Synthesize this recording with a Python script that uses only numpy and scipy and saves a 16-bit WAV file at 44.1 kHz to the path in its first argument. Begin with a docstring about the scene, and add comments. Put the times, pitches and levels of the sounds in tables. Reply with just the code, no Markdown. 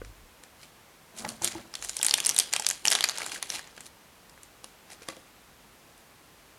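"""A part taps a table and the camera stand wobbles, then a plastic cup is set down and slid: ringing modes, low rubbing.
Hands pull a stiff clear film off a toy ring: creases snap as bursts of brief modes over finer random crackle,
while fingers rub and the ring is tapped. Late on, a shell taps the table among a few last snaps.
A small room answers throughout with a bounce and a short noise tail, over steady microphone hiss."""
import sys
import numpy as np
from scipy import signal
from scipy.fft import rfft, irfft
from scipy.io import wavfile
from scipy.ndimage import uniform_filter1d

SR = 44100
rng = np.random.default_rng(int(sys.argv[2]) if len(sys.argv) > 2 else 0)


def gain_from_decibels(decibels):
    """Convert decibel values to linear amplitude factors."""
    exponent = np.asarray(decibels, float) / 20
    return 10 ** exponent


def store_wav(level_fs):
    """Save 16-bit WAV to argv[1]."""
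    pcm = np.round(np.clip(np.atleast_2d(level_fs), -1, 1) * 32767)
    wavfile.write(sys.argv[1], SR, pcm.T.astype(np.int16))


N = 290178
T = np.arange(N) / SR

# Creases snapping. Each row: time in s, peak in dB ahead of the room, loudest ring in Hz,
# low end in dB, top end in dB.
CREASE_SNAPS = [(0.048, -34.5, 1680, -1, -9), (0.4364, -34, 1950, 0, -2), (0.624, -43, 1880, 0, 8),
                (0.6304, -38, 2370, -2, -4), (1.181, -43, 6740, -5, -1), (1.1944, -30, 9990, -5, -2),
                (1.2497, -21, 2080, 9, -10), (1.2896, -18.5, 8000, -12, -6), (1.3004, -31, 8800, -5, -4),
                (1.421, -19.5, 7190, -7, -4), (1.4451, -7.5, 8400, -8, 6), (1.4637, -31, 7160, 2, -11),
                (1.4752, -15, 7430, -8, -6), (1.5218, -28.5, 5650, -10, -14), (1.549, -31.5, 1990, -5, -2),
                (1.582, -33.5, 1940, 5, 0), (1.7394, -23.5, 4770, 6, -1.5), (1.7531, -19, 3690, -16, -5),
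                (1.8247, -20.5, 7040, 3, -5), (1.8473, -20.5, 8200, 1, 0), (1.859, -32, 6980, -9, -1),
                (1.8944, -15.5, 7000, -9, -4), (1.933, -34, 8420, -6, -15), (1.9674, -12, 9550, -17, -1.5),
                (1.9804, -35, 7540, -10, -22), (1.9905, -21.5, 5340, -8, -4), (2.014, -17.5, 3300, -10, -1),
                (2.0291, -7.5, 8400, -6, 0), (2.0471, -8, 7340, -2, 1), (2.052, -13.5, 9800, -7.5, -9),
                (2.0651, -6, 9600, -11, 3), (2.084, -12.5, 4800, -5, -4), (2.0947, -16, 7360, -6, -7),
                (2.1099, -6, 4480, -8, -8), (2.1393, -3, 3530, -15, 0), (2.177, -17, 9190, -5, 5),
                (2.1817, -18.5, 1790, 1, -5.5), (2.1864, -18.5, 2430, -8, -9),
                (2.2022, -10, 3160, -28, -1.5), (2.2412, -22, 5360, -5, -4), (2.249, -14.5, 5550, -7, 0),
                (2.2609, -8, 5740, -9, 1), (2.2663, -6, 9000, -4, 8.5), (2.2763, -21, 5770, -26, -7),
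                (2.2922, -4, 5800, -11, 3.5), (2.2978, -11.5, 5770, -2, 1), (2.3106, -18, 5680, -8, -4),
                (2.3455, -18.5, 9300, 1, 0), (2.364, -13, 3350, -4, 4), (2.3804, -10.5, 6310, -6, -2),
                (2.3875, -2, 8600, -9, 3), (2.3984, -5.5, 5670, -24, -1), (2.4026, -14, 3360, -16, -10),
                (2.5284, -15.5, 7500, -8, -6), (2.5361, -7.5, 8800, -5, -10),
                (2.5632, -9.5, 2900, -1, -1.5), (2.5973, -14, 6240, -8, 4), (2.6224, -20.5, 8500, 2, -4),
                (2.6344, -38, 6840, -4, 2), (2.647, -20, 3260, -2, -14), (2.6657, -4.5, 7800, -13, -8),
                (2.6879, -9, 5660, -15, 5.5), (2.7012, -11.5, 7200, 0, -6),
                (2.7107, -10.5, 9450, -3.5, -4.5), (2.8534, -7, 2890, -8, 0.5), (2.8639, -14, 2940, -5, -4),
                (2.8733, -8, 7900, -1, -5), (2.8813, -4, 5600, -11, -10), (2.9023, -12, 6650, 1, 6),
                (2.9134, -8, 2860, -4, 0), (2.9175, -7, 6800, 4, 4), (2.9251, -7, 4020, -1, -7),
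                (2.9317, -11.5, 1710, -8, -4), (2.9444, -34, 6700, -2, 2), (2.9515, -5, 3900, 2, -3),
                (2.9571, -14, 3000, -6, -10), (2.9754, -28, 6170, -7, -7), (2.988, -18.5, 1940, -1, -12),
                (3.0075, -10.5, 3340, 1, -3.5), (3.027, -19, 4000, -12, -15), (3.0402, -6, 4740, -8, -5),
                (3.0433, -12, 2340, 2, -3), (3.0554, -23, 4830, -1, -9), (3.0774, -23, 1660, -8, -8),
                (3.0881, -11, 6860, 0.5, -6), (3.0952, -12, 4130, -2.5, -7), (3.11, -28, 4360, -5, 1),
                (3.1174, -30, 1700, 2, -7.5), (3.1747, -21, 3870, -13, -6), (3.1837, -19, 8800, 3, -3),
                (3.2055, -25, 1620, 10, -4), (3.2205, -26, 2310, 2, -6), (3.263, -20.5, 7100, 7.5, 4),
                (3.2744, -42, 9720, -5, -2), (3.3184, -21.5, 2550, 3, -10), (3.3603, -27.5, 1700, 11, -6),
                (3.4266, -12, 10300, -2.5, -8), (3.4924, -29, 9910, 2, -2), (3.5019, -12, 5700, -5, -2),
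                (3.5379, -33, 5460, 2, -2), (3.559, -28, 5270, -5, -4), (3.5926, -25, 1720, -4, -4),
                (3.611, -39, 2010, -5, -6), (3.6742, -34.5, 2280, 3, -7), (3.765, -38, 3140, -5, -2),
                (3.7778, -31, 2870, 12, -9), (3.8062, -30, 7300, 7, 4), (3.8118, -39, 7170, -7, -2),
                (4.2961, -40.5, 4800, -5, 1), (4.377, -39.5, 1680, 17, -12), (4.4326, -31.5, 6700, -2, 5.5),
                (4.6431, -26, 9600, 2, -4), (4.9027, -34.5, 5690, 8, -2), (4.9184, -39, 1920, -1, 6),
                (5.021, -35, 2020, -12, -16), (5.0864, -20.5, 1930, -11, -3.5), (5.1006, -32, 1890, 6, -8),
                (5.1667, -40, 3210, -1, -4), (5.9784, -43, 1500, -8, 7)]
SNAP_T60_S, SNAP_T60_SPREAD = 0.015, 0.17  # ring time at 5 kHz, scatter as a share of it


def snaps():
    """Big creases buckle one by one, each with its own colour and a scattered ring time."""
    out = np.zeros(N)
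    chances = rng.random((len(CREASE_SNAPS), 57, 3))
    for (s, peak_db, ring_hz, low_db, top_db), chance in zip(CREASE_SNAPS, chances):
        scatter = 2 * chance[-1, 0] - 1
        t60_s = SNAP_T60_S * (1 + SNAP_T60_SPREAD * scatter)
        add(out, s, gain_from_decibels(peak_db) * crease(chance[:-1], ring_hz, low_db, top_db, t60_s))
    return out


# What a panel of film radiates. Each row: frequency in Hz, relative level in dB per Hz.
FILM_SPECTRUM = [(240, -45), (400, -18.5), (852, -13.5), (1010, -12.5), (1710, -2), (2590, -5.5),
                 (2800, -5), (8900, -0.5), (10700, -1), (16000, -33.5)]
RING_DB, RING_OCTAVES = 10, 0.23  # lift at the loudest ring, its width


def crease(chance, ring_hz, low_db, top_db, t60_s):
    """One buckle: panels around it ring in many brief modes, drawn by chance; peak 1."""
    t = np.arange(1500) / SR
    count = len(chance)
    place, level, start = chance[:, 0], chance[:, 1], chance[:, 2:3]
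    hz = 500 * (15500 / 500) ** ((np.arange(count) + place) / count)
    # modes are log-spaced: 10 log hz turns dB per Hz into dB per mode
    db = read(FILM_SPECTRUM, hz) + 10 * np.log10(hz) + 9 * level
    db = db + low_db * np.clip(np.log2(3000 / hz), 0, 1)
    db = db + top_db * np.clip(np.log2(hz / 7000) / 0.14, 0, 1)
    db = db + RING_DB * np.exp(-(np.log2(hz / ring_hz) / RING_OCTAVES) ** 2)
    mode_t60_s = np.clip(t60_s, 0.002, 0.05) * (5000 / hz) ** 0.46  # low modes ring longer
    # the buckle runs along the crease: each mode starts up to 0.6 ms late
    late = np.maximum(t - 0.0006 * start ** 2, 0)
    tick = 1 + 1.46 * np.exp(-late / 0.00082)  # the flip itself is sharp
    swell = (1 - np.exp(-late / 0.0001)) * tick
    decay = 1000.0 ** (-late / mode_t60_s[:, None])
    x = (gain_from_decibels(db)[:, None] * np.sin(2 * np.pi * hz[:, None] * late) * swell * decay).sum(0)
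    # a small sheet radiates no bass
    x = signal.sosfilt(signal.butter(4, 640, "high", fs=SR, output="sos"), x)
    return x / np.abs(x).max()


# Hands working the film, in spells. Each row: time in s, crackle level in dB, brightness tilt in dB.
HAND_WORK = [
    [(0.56, -77, -6), (0.629, -51, -3), (0.69, -73, 1)],
    [(1.15, -67, 5), (1.19, -44.5, 7), (1.22, -49, 6.5), (1.25, -65, 2), (1.31, -59, 7.5), (1.405, -67, 1),
     (1.43, -34, 3), (1.47, -36.5, 2.5), (1.51, -43.5, -2), (1.70, -65.5, -6)],
    [(1.701, -64, -6), (1.85, -45, 4), (2.0, -63, 6.5), (2.15, -49.5, -4), (2.42, -42, 0), (2.51, -53, 0),
     (2.55, -40.5, -4.5), (2.83, -72, 5), (2.92, -32.5, -2), (3.1, -49.5, -6.5), (3.22, -37.5, -4.5),
     (3.28, -44.5, -1), (3.357, -38, 0), (3.41, -55, -8), (3.48, -50, 0), (3.55, -36, -1.5),
     (3.65, -62, -10.5), (3.82, -67, -2), (3.866, -50, 6.5), (3.91, -87, -6)],
    [(4.86, -77, -15), (4.928, -46, 2), (4.99, -76, -11), (5.03, -49, -2), (5.07, -84, -13),
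     (5.097, -54, -8.5), (5.2, -65, 0), (5.3, -74, -10)],
]
# flurry around a snap: level in dB for a 0 dB snap, share of the snap's dB passed on
AFTER_DB, AFTER_SHARE = -37, 0.7
BUILD_S, FADE_S = 0.004, 0.023  # time constants of its power


def bustle_db():
    """How busy the film is: the work of the hands plus a flurry around every snap."""
    power = gain_from_decibels(curve(HAND_WORK)) ** 2
    for s, peak_db, *_ in CREASE_SNAPS:
        on = slice(max(int((s - 0.1) * SR), 0), int((s + 0.3) * SR))
        late = T[on] - s
        flurry = np.exp(np.minimum(late / BUILD_S, -late / FADE_S))
        power[on] += gain_from_decibels(AFTER_DB + AFTER_SHARE * peak_db) ** 2 * flurry
    return 10 * np.log10(power)


CRACKLE_PER_S = 2000  # all kinds together, ahead of the spells
CRACKLE_SPREAD_DB, CRACKLE_T60_S = 4.5, 0.011  # scale of exponential level draw, ring time at 5 kHz


def crackle(kinds=12):
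    """Countless small creases at random moments, most of them faint."""
    bright = 0
    for chance in rng.random((kinds, 40, 3)):
        # each patch of film crackles in spells
        busy = gain_from_decibels(6.2 * noise([(3, -3.0), (40, -2), (90, -33.5)]))
        struck = rng.random(N) < busy * CRACKLE_PER_S / kinds / SR
        hits = struck * gain_from_decibels(CRACKLE_SPREAD_DB * np.minimum(rng.exponential(size=N), 4.0))
        shape = crease(chance, 2000 * 5 ** chance[0, 1], 0, 0, CRACKLE_T60_S)
        bright = bright + signal.fftconvolve(hits, shape)[:N]
    bright = bright / bright.std()
    dull = signal.sosfilt(signal.butter(1, 3000, fs=SR, output="sos"), bright)
    treble = bright - dull
    tilt_db = curve(HAND_WORK, col=2, rest=0)  # looser film sounds duller
    return gain_from_decibels(bustle_db()) * (gain_from_decibels(-tilt_db) * dull + gain_from_decibels(tilt_db) * treble)


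# Skin on plastic. Each row: frequency in Hz, relative level in dB per Hz.
GRIP_SPECTRUM = [(60, -33), (130, -8), (250, -4), (450, -3), (700, -3), (1200, -10.5), (2500, -35)]
GRIP_FROM_S, GRIP_DB, GRIP_SHARE = 1.6, -23.5, 0.75  # start, level at 0 dB bustle, share of bustle dB


def grip():
    """Fingers on the ring rub in step with the crackle, once it is picked up."""
    level_db = np.where(T > GRIP_FROM_S, GRIP_DB + GRIP_SHARE * bustle_db(), -120)
    return rub(level_db, GRIP_SPECTRUM)


# Taps on the ring. Each row: time in s, peak in dB ahead of the low cut, contact in ms.
RING_HITS = [(1.999, -30.5, 0.15), (2.047, -27.5, 0.4), (2.138, -24, 0.13), (2.597, -26.5, 0.17),
             (2.852, -25.5, 0.13), (2.874, -29, 0.2), (2.912, -43, 0.23), (3.183, -34, 0.35)]
# Modes of the ring. Each row: frequency in Hz, relative level in dB, t60 in s.
RING_MODES = [(726, -16, 0.021), (868, 5.5, 0.037), (1560, 3, 0.0205)]


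def ring_taps():
    """The toy ring is tapped: three short modes."""
    return taps(RING_HITS, RING_MODES)


# Taps of the cup. Each row: time in s, peak in dB ahead of the low cut, contact in ms.
CUP_HITS = [(1.247, -23.5, 0.22), (1.264, -44, 0.91), (1.418, -27.5, 0.35), (1.444, -30, 0.28),
            (1.553, -26.5, 0.53), (3.541, -37, 0.32)]
# Modes of the cup. Each row: frequency in Hz, relative level in dB, t60 in s.
CUP_MODES = [(118, 10, 0.11), (244, 2, 0.11), (335.4, 11, 0.13), (635, 2, 0.029), (860, 23.5, 0.023),
             (1400, -25.5, .03), (2100, -6, .02)]


def cup_taps():
    """The plastic cup knocks on the table: low modes outlast the high ones."""
    return taps(CUP_HITS, CUP_MODES)


# The cup sliding. Each row: time in s, level in dB.
CUP_SLIDE = [
    [(1.13, -60), (1.235, -45), (1.265, -40), (1.314, -50), (1.388, -62), (1.44, -41.5), (1.524, -58.5),
     (1.56, -44), (1.63, -58.5), (1.72, -62)],
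]
# Its spectrum. Each row: frequency in Hz, relative level in dB per Hz.
SLIDE_SPECTRUM = [(60, -14), (110, -3.5), (170, -2), (230, 9.5), (280, -11.5), (340, -0.5), (450, -7.5),
                  (620, 2), (850, -6.5), (1500, -7), (2500, -32)]


def cup_slide():
    """The cup drags on the table top: low coloured rubbing noise."""
    return rub(curve(CUP_SLIDE), SLIDE_SPECTRUM)


# Taps of a part. Each row: time in s, peak in dB ahead of the low cut, contact in ms.
PART_HITS = [(0.017, -26.5, 0.22), (0.436, -41, 0.24), (3.777, -36.5, 0.13), (5.019, -38, 0.34)]
# Modes of the part. Each row: frequency in Hz, relative level in dB, t60 in s.
PART_MODES = [(275, -45, 0.013), (500, 4.5, .025), (780, -7, 0.012), (1180, -4, 0.0096), (1443, 1, 0.026),
              (2000, -12, 0.013)]


def part_taps():
    """A part taps the table: short, heavily damped modes."""
    return taps(PART_HITS, PART_MODES)


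# Taps of the shell. Each row: time in s, peak in dB ahead of the low cut, contact in ms.
SHELL_HITS = [(4.642, -38.5, 0.11), (5.087, -25.5, 0.3), (5.1, -38, 0.4), (5.125, -39, 0.26),
              (5.17, -38.5, 0.74)]
# Modes of the shell. Each row: frequency in Hz, relative level in dB, t60 in s.
SHELL_MODES = [(181, -24, 0.044), (336, -3, 0.084), (541, 4, 0.11), (660, 8.5, 0.031), (1130, 12, 0.024),
               (2080, -25, .03)]


def shell_taps():
    """A shell taps the table: modes strongest near 1 kHz."""
    return taps(SHELL_HITS, SHELL_MODES)


def taps(rows, modes):
    """A half-sine push rings the modes of the thing; a longer contact is duller."""
    out = np.zeros(N)
    t = np.arange(SR // 5) / SR
    chances = rng.standard_normal((len(rows), len(modes), 2))
    for (s, peak_db, contact_ms), chance in zip(rows, chances):
        ring = 0
        for (hz, db, t60_s), (more_db, detune) in zip(modes, chance * [3, 0.02]):
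            tone = np.sin(2 * np.pi * hz * (1 + detune) * t)
            ring = ring + gain_from_decibels(db + more_db) * tone * 1000.0 ** (-t / t60_s)
        contact_s = max(contact_ms, 0.05) / 1000
        push = np.sin(np.pi * np.clip(t[:400] / contact_s, 0, 1))
        ring = signal.fftconvolve(ring, push)[:len(t)]
        add(out, s, gain_from_decibels(peak_db) * ring / np.abs(ring).max())
    # light things move little bass
    return signal.sosfilt(signal.butter(2, 90, "high", fs=SR, output="sos"), out)


def rub(level_db, colour):
    """Uneven rubbing: the grip catches and lets go, so the level wavers."""
    waver = uniform_filter1d(rng.standard_normal(N), size=400) * 20  # rms 1
    return gain_from_decibels(level_db + 3.1 * waver) * noise(colour)


# The camera stand set wobbling. Each row: start in s, hold in s, level in dB.
STAND_SHAKES = [(0.0, 0.11, -48), (0.188, 0.072, -56.5), (1.565, 0.01, -57), (1.80, 0.1, -60)]
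SHAKE_RISE_DB_S, SHAKE_FALL_DB_S = 500, 500


def shake():
    """The stand wobbles near 50 Hz, its pace drifting, with a weaker overtone."""
    pace_hz = 47 + 7.05 * noise([(1, -1.5), (12, 4.5), (30, -32)])
    phase = 2 * np.pi * np.cumsum(pace_hz) / SR
    size = 0
    for s, hold_s, db in STAND_SHAKES:
        rise_db = SHAKE_RISE_DB_S * np.maximum(s - T, 0)
        fall_db = SHAKE_FALL_DB_S * np.maximum(T - s - hold_s, 0)
        size = size + gain_from_decibels(db - rise_db - fall_db)
    return size * np.sqrt(2) * (np.sin(phase) + 0.46 * np.sin(2.1 * phase))


# Small room. Each row: frequency in Hz, t60 in s, tail level in dB.
ROOM_TAIL = [(200, 0.42, -37), (803, 0.53, -51.5), (3060, 0.4, -42), (7050, 0.21, -41.5),
             (13000, 0.084, -35.5)]
ECHO_S, ECHO_DB, WALL_S = 0.0025, -18, 0.008


def room(x):
    """A bounce off the table top, then a diffuse tail from the nearest wall on; treble fades faster."""
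    t = np.arange(SR // 2) / SR
    hz, s, z = signal.stft(rng.standard_normal(len(t)), SR, nperseg=256)
    decay = 1000.0 ** (-s / read(ROOM_TAIL, hz)[:, None])
    z = z * gain_from_decibels(read(ROOM_TAIL, hz, col=2))[:, None] * decay
    tail = signal.istft(z, SR, nperseg=256)[1][:len(t)]
    tail = tail * np.clip((t - WALL_S) / 0.0007, 0, 1)
    tail[int(ECHO_S * SR)] = gain_from_decibels(ECHO_DB)
    return x + signal.fftconvolve(x, tail)[:N]


# Microphone hiss. Each row: frequency in Hz, relative level in dB per Hz.
HISS_SPECTRUM = [(15, -45), (25, -14), (53, -2.5), (82, -6.5), (185, -6), (293, -7.5), (416, -8),
                 (451, -7.5), (560, -8.5), (1020, -9), (1230, -10.5), (2480, -13.5), (4740, -18),
                 (14000, -22.5), (16000, -30.5)]
HISS_DB = -56


def hiss():
    """Steady microphone noise, falling towards the treble."""
    return gain_from_decibels(HISS_DB) * noise(HISS_SPECTRUM)


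def read(table, hz, col=1):
    """A column of a spectrum table on a log-frequency axis."""
    table = np.array(table)
    return np.interp(np.log(np.maximum(hz, 1)), np.log(table[:, 0]), table[:, col])


def curve(spans, col=1, rest=-120):
    """Curves of several spans on one time line, at rest between."""
    out = np.full(N, float(rest))
    for rows in spans:
        rows = np.array(rows)
        on = (T >= rows[0, 0]) & (T <= rows[-1, 0])
        out[on] = np.interp(T[on], rows[:, 0], rows[:, col])
    return out


def noise(colour):
    """Noise of rms 1 with the given spectrum."""
    hz = np.arange(N // 2 + 1) * SR / N
    x = irfft(rfft(rng.standard_normal(N)) * gain_from_decibels(read(colour, hz)), N)
    return x / x.std()


def add(out, s, sound):
    """Mix a short sound in at time s."""
    i = int(s * SR)
    out[i:i + len(sound)] += sound[:N - i]


def scene():
    """Everything near the table sounds in the room; stand and hiss do not."""
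    film = snaps() + crackle()
    knocks = ring_taps() + cup_taps() + part_taps() + shell_taps()
    rubbing = grip() + cup_slide()
    return (room(film + knocks + rubbing) + shake() + hiss())[None]


def low_pass(x):
    """Removes everything above the highest recorded frequency."""
    return signal.sosfilt(signal.butter(12, 16970, fs=SR, output="sos"), x)


def record(dry):
    """Peaks are clipped at full scale."""
    mix = np.clip(dry, -1, 1)
    return low_pass(mix)


dry = scene()
out = record(dry)
store_wav(out)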